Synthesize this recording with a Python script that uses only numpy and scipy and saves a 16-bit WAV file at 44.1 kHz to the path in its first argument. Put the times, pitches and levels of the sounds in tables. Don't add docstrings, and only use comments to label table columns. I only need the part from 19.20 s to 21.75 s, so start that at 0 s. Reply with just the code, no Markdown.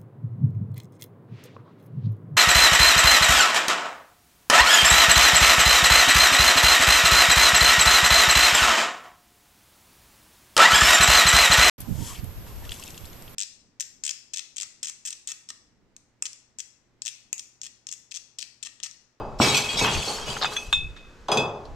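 import sys
import numpy as np
from scipy import signal
from scipy.fft import rfft, irfft
from scipy.io import wavfile

SR = 44100
rng = np.random.default_rng(int(sys.argv[2]) if len(sys.argv) > 2 else 0)


def unload_audio(sound):
    columns = np.transpose(np.atleast_2d(sound))
    steps = np.round(np.clip(columns, -1, 1) * 32767)
    wavfile.write(sys.argv[1], SR, steps.astype(np.int16))


N = 112455
T = np.arange(int(1.2 * SR)) / SR
HZ = np.fft.rfftfreq(len(T), 1 / SR)

# f/Hz, level/dB
GLASS_TONE = [(300, -39), (900, 4), (1400, 0), (2000, -0.5), (2350, -2.5), (3600, 0), (5600, -5),
              (6800, -2), (8200, -8), (9600, -11), (10800, -17.5), (12200, -17.5), (16000, -44)]


def amp(db):
    return 10 ** (np.asarray(db) / 20)


def evened(x):
    return x / np.sqrt(np.mean(x ** 2) + 1e-20)


def read(points, hz):
    f, value = np.transpose(points)
    return np.interp(np.log(hz + 1), np.log(f + 1), value)


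def fade(t60):
    return np.exp(-np.log(1000) * T / t60)


def add(mix, s, sound):
    at = round(s * SR)
    sound = sound[:, max(-at, 0):]
    part = mix[:, max(at, 0):][:, :sound.shape[1]]
    part += sound[:, :part.shape[1]]


def paired(x, db):
    # f/Hz, coherence/1
    coherence = [(30, 0.63), (100, 1), (500, 0.99), (1000, 0.76), (2000, 0.54), (4000, 0.74)]
    hz = np.fft.rfftfreq(x.shape[1], 1 / SR)
    same = np.clip(read(coherence, hz), -1, 1)
    left, other = rfft(x)
    right = same * left + np.sqrt(1 - same ** 2) * other
    return evened(irfft(np.array([left, right]) * amp(db), x.shape[1]))


def hiss(db, size=len(T)):
    return paired(rng.standard_normal((2, size)), db)


def dying(db, t60s):
    hz, t, bands = signal.stft(hiss(db), SR, nperseg=512)
    decay = amp(-60 * t / read(t60s, hz)[:, None])
    return signal.istft(bands * decay, SR, nperseg=512)[1][:, :len(T)]


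def ring(hz, t60):
    twin, split_hz = 0.42, 30
    ear_phase = 0.22 * rng.uniform(-2.8, 1) * np.array([[1], [-1]])
    phase = 2 * np.pi * hz * T + ear_phase
    offset_hz = split_hz * rng.uniform(0.86, 1) * rng.choice([-1, 1])
    twin_phase = phase + 2 * np.pi * (offset_hz * T + rng.random())
    onset = 1 - np.exp(-(T / 0.00096) ** 2)
    return np.sqrt(2) * (np.sin(phase) + twin * np.sin(twin_phase)) * fade(t60) * onset


def echo(x):
    # f/Hz, t60/s
    echo_t60 = [(2500, 0.46), (5000, 0.43), (12000, 0.21)]
    tail = dying(0 * HZ, echo_t60)
    return signal.fftconvolve(x, tail / np.linalg.norm(tail[0]), axes=1)[:, :len(T)]


def burst(db, hz, t60, width=0.061, slope_db=25):
    contact_s = 0.001
    shape = fade(t60) * (1 - np.exp(-(T / contact_s) ** 2))
    distance = np.hypot(np.log2((HZ + 20) / hz), width)
    rattle = hiss(-slope_db * distance) * shape
    return amp(db) * evened(rattle) * np.sqrt(np.mean(shape ** 2))


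def tumble(db, rise, t60, treble_db):
    heap = [2270, 2476, 2573, 2842, 2920, 3101, 3246, 3413, 3810, 4010, 4290, 4420, 4560, 4690, 4845, 5378,
            5510, 5787, 6060, 6412, 7260, 7612, 7865, 8231, 9450, 11900, 12400]
    detune, shard_t60, hits_per_s = .022, 0.11, 55
    crunch_db, size_db, grains_per_s = 0.5, 3.5, 3500
    size = 32768
    t, hz = T[:size], np.fft.rfftfreq(size, 1 / SR)
    radius = np.exp(-np.log(1000) / (shard_t60 * SR))
    tinkle = np.zeros((2, size))
    for pitch in np.repeat(heap, 2) * (1 + detune * rng.uniform(-1.04, 1, 2 * len(heap))):
        hits = (rng.random(size) < hits_per_s / SR) * 1.
        hits[0] = 2
        hits *= rng.standard_normal(size)
        turn = 2 * np.pi * pitch / SR
        poles = [1, -2 * radius * np.cos(turn), radius * radius]
        shard = evened(signal.lfilter([1, 0, -1], poles, hits))
        tinkle += rng.standard_normal((2, 1)) * shard
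    grain_size = amp(size_db * np.minimum(rng.exponential(1, size), 4))
    grains = grain_size * (rng.random(size) < grains_per_s / SR) * rng.standard_normal((2, size))
    tone = read(GLASS_TONE, hz) + treble_db * np.log2(np.clip(hz, 1500, 9000) / 4000)
    glass = paired(evened(tinkle) + amp(crunch_db) * evened(grains), tone)
    return amp(db) * glass * np.minimum(t / rise, 1) * fade(t60)[:size]


def piece(hz, db, t60, width_hz=50):
    rattle = .6
    jostle = hiss(-20 * np.log10(1 + ((HZ - hz) / width_hz) ** 2))
    return amp(db) * np.minimum(T / 0.0014, 1) * (ring(hz, t60) + rattle * jostle * fade(t60))


def boom(db, bass_db, rise, bass_hz=450):
    # f/Hz, level/dB
    boom_tone = [(40, -37), (70, -10), (100, -6), (140, -4.5), (220, -0.5), (300, -4.5), (410, -1.5),
                 (520, -0.5), (660, -1.5), (850, -1), (1150, -3), (1450, -11), (2000, -25.5), (4000, -16),
                 (9000, -89)]
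    # f/Hz, t60/s
    boom_t60 = [(80, 0.88), (200, 0.73), (500, 1), (1000, .85), (2000, 0.59), (6000, 0.13)]
    # f/Hz, lift/dB before neighbouring peaks add
    panel_modes = [(106, 4.5), (135, 10), (232, 2.5), (363, 4), (423, 11), (824, 7.5), (1160, -1.5)]
    half_width_hz = 7.3
    panels = sum(gain / (1 + ((HZ - f) / half_width_hz) ** 2) for f, gain in panel_modes)
    bass = bass_db * np.log2(np.maximum(bass_hz / np.maximum(HZ, 70), 1))
    tail = dying(read(boom_tone, HZ) + panels + bass, boom_t60)
    return amp(db) * np.minimum(T / rise, 1) * tail


def clink(bottle, db, length, treble_db, echo_db, free_s, tick_db=-9, scatter_db=7):
    bottles = { "long": [(2536, -16, 1.1), (2584, -12, .85), (3537, -2, .24), (3628, 0, .2),
               (3332, -15, .15), (4958, -31, .18), (7176, -18, .16), (7290, -22, .16), (11710, -38, .14)],
               "bright": [(2519, -8, .2), (2588, -9, .3), (3354, 0, .16), (3688, -12, .15),
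               (3935, -13, .12), (4958, -3, .24), (6142, -8, .16), (6272, -6, .18), (7214, -17, .17),
               (8145, -18, .14), (9555, -20, .14)], "short": [(2401, -10, .09), (2530, -13, .35),
               (2577, -9, .42), (3424, 0, .11), (4150, -14, .06), (6115, -14, .17), (6331, -15, .15)],
               "deep": [(2514, -3, .25), (2573, -2, .33), (3365, -3, .15), (3505, -4, .2), (3591, -7, .2),
               (4780, -9, .15), (4974, -10, .27), (5954, -15, .16), (6228, -12, .15), (7375, -15, .16)], }
    grip_s, grip_db = 0.019, -14.5
    sound = 0
    for hz, mode_db, t60 in bottles[bottle]:
        level = db + mode_db + treble_db * np.log2(hz / 3500)
        sound = sound + amp(level) * ring(hz, t60 * length)
    sound = sound * amp(grip_db * np.clip((T - free_s) / grip_s, 0, 1))
    tick_tone = read(GLASS_TONE, HZ) + treble_db * np.log2(np.maximum(HZ / 5000, 1))
    tick = amp(db + tick_db) * hiss(tick_tone)
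    reflected = echo(sound) + amp(scatter_db) * tick * fade(0.23)
    return sound + tick * fade(0.017) + amp(echo_db) * reflected


def knock(db, hz, t60):
    push_cycles, push_db = 1.84, -2
    window = np.sin(np.pi * np.minimum(T * hz / push_cycles, 1)) ** 2
    push = np.sin(2 * np.pi * hz * T) * window
    return amp(db + push_db) * push + burst(db, hz, t60)


def slip(db, hz):
    t60, body_hz, body_db = 0.028, 1110, -2
    chirp = burst(db, hz, t60, width=0.18, slope_db=48)
    return chirp + burst(db + body_db, body_hz, t60, width=0.45, slope_db=15)


def outdoors():
    # f/Hz, level/dB
    wind_tone = [(20, -4.5), (35, 3), (60, -7), (120, -15), (200, -22), (400, -39), (1500, -77)]
    # f/Hz, level/dB
    air_tone = [(30, 4.5), (170, -3.5), (430, -4.5), (750, -13.5), (1500, -10.5), (2200, -18.5),
                (4000, -21.5), (7000, -25.5), (10000, -41), (12500, -40), (16000, -62)]
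    # t/s, level/dB, half length/s (to 1/e)
    puffs = [(0.097, -41.5, 0.14), (0.6, -41.5, 0.1), (0.774, -24, 0.022), (1.09, -41.5, 0.1),
             (1.49, -40, 0.012), (1.622, -35, 0.094), (2.537, -42, 0.081)]
    breeze_db, air_db = -54, -51
    hz, t = np.fft.rfftfreq(N, 1 / SR), np.arange(N) / SR
    gusts = amp(breeze_db) + sum(amp(db) * np.exp(-((t - s) / half) ** 2) for s, db, half in puffs)
    breeze = gusts * hiss(read(wind_tone, hz), size=N)
    return breeze + amp(air_db) * hiss(read(air_tone, hz), size=N)


def scene():
    # t/s, level/dB, bass lift/(dB/octave downward), rise/s
    thuds = [(-.1, -24.5, 0.5, .005), (.2, -18.5, 3.5, 0.00088), (.53, -30, 1.5, 0.022),
             (.611, -23, 3.5, 0.0017), (.642, -41, -19, 0.0033), (.869, -31, -3, 0.007),
             (1.07, -33.5, 1, 0.0039), (1.212, -33.5, -0.5, 0.0011), (2.084, -23, -8, 0.0038),
             (2.117, -23, -1, 0.003), (2.173, -29, 2.5, 0.0014)]
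    # t/s, level/dB, rise/s, t60/s, treble/(dB/octave)
    tumbles = [(.186, -22.5, 0.07, 1, 2.5), (.207, -19, 0.02, 1, -1.5), (.283, -30.5, 0.0015, 0.43, 2),
               (.343, -24.5, .004, 0.55, 2), (.368, -25, 0.0016, 0.33, 1.5), (.49, -29.5, 0.019, 1, 0),
               (.568, -22.5, 0.029, 1, 0), (.635, -21.5, .012, 0.52, -11), (.71, -27, 0.032, 0.82, 0),
               (.81, -26, 0.063, 0.55, 4.5), (.868, -29, 0.036, 0.87, 1.5), (.97, -39.5, 0.018, 1, -16),
               (1.055, -30, 0.038, 1, 0.5), (1.21, -31, 0.077, 0.67, -2), (1.305, -37.5, 0.027, 0.71, 5)]
    # t/s, f/Hz, level/dB, t60/s
    pieces = [(-.05, 2573, -56, 1), (-.05, 4850, -59, .8), (.214, 2295, -28, .42), (.216, 2584, -28, .5),
              (.214, 5432, -26, .28), (.21, 5620, -28, .15), (.24, 4900, -29, .25), (.285, 3830, -26, .22),
              (.343, 2573, -28, .4), (.343, 2449, -25, .22), (.353, 6072, -28, .28), (.438, 2560, -32, .35),
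              (.488, 3284, -29, .32), (.49, 2530, -34, .35), (.57, 3870, -29, .25), (.576, 7607, -32, .22),
              (.572, 5378, -34, .5), (.585, 2250, -33, .55), (.61, 2575, -29, .5), (.645, 3240, -29, .45),
              (.66, 2825, -32, .5), (.825, 3260, -37, .25), (.88, 4420, -31, .35), (1.07, 2923, -38, .5),
              (1.075, 7224, -44, .25)]
    # t/s, bottle, level/dB, ring length factor/1, treble/(dB/octave), bank echo/dB,
    # free time before the bottle is gripped or lands/s
    clinks = [(1.237, "long", -26.5, 0.5, -0.5, -26, .5), (1.253, "deep", -25, 0.35, 1, -24, .5),
              (1.365, "short", -24, 0.98, 3.5, -25, .5), (1.527, "long", -18, 0.85, 1, -16.5, .145),
              (1.764, "long", -55.5, 0.5, -13, 7, .5), (2.084, "bright", -35, 0.33, -2, -8, .5),
              (2.1165, "bright", -23.5, 0.6, 1, -5.5, .022), (2.172, "deep", -22.5, 0.63, 0, -8.5, .09)]
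    # t/s, level/dB, f/Hz, t60/s
    knocks = [(.2003, -6.5, 890, 0.013), (.202, -18, 253, 0.13), (1.166, -23, 1290, 0.028),
              (1.2445, -17, 1310, 0.031), (1.254, -20, 1390, 0.035), (1.32, -36.5, 1270, 0.27),
              (1.3645, -25.5, 1540, 0.032), (1.5266, -14.5, 1198, 0.02), (1.529, -10.5, 2920, .012),
              (1.762, -44, 1600, 0.065), (2.452, -47, 4180, 0.073)]
    # t/s, level/dB, f/Hz
    slips = [(1.2135, -24, 4200), (1.221, -19, 4160), (1.2268, -17, 3840), (1.232, -20, 4260),
             (1.2345, -22.5, 4130), (1.245, -17.5, 3360)]
    left_db = 0.43
    mix = outdoors()
    events = ((tumbles, tumble), (pieces, piece), (thuds, boom),
              (clinks, clink), (knocks, knock), (slips, slip))
    for table, source in events:
        for s, *row in table:
            add(mix, s, source(*row))
    return mix * amp([[left_db], [-left_db]])


def record(dry):
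    edge_hz = 15900
    lowpass = signal.firwin(401, edge_hz, window=("kaiser", 9), fs=SR)
    return signal.oaconvolve(dry, lowpass[None], "same")


dry = scene()
out = record(dry)
unload_audio(out)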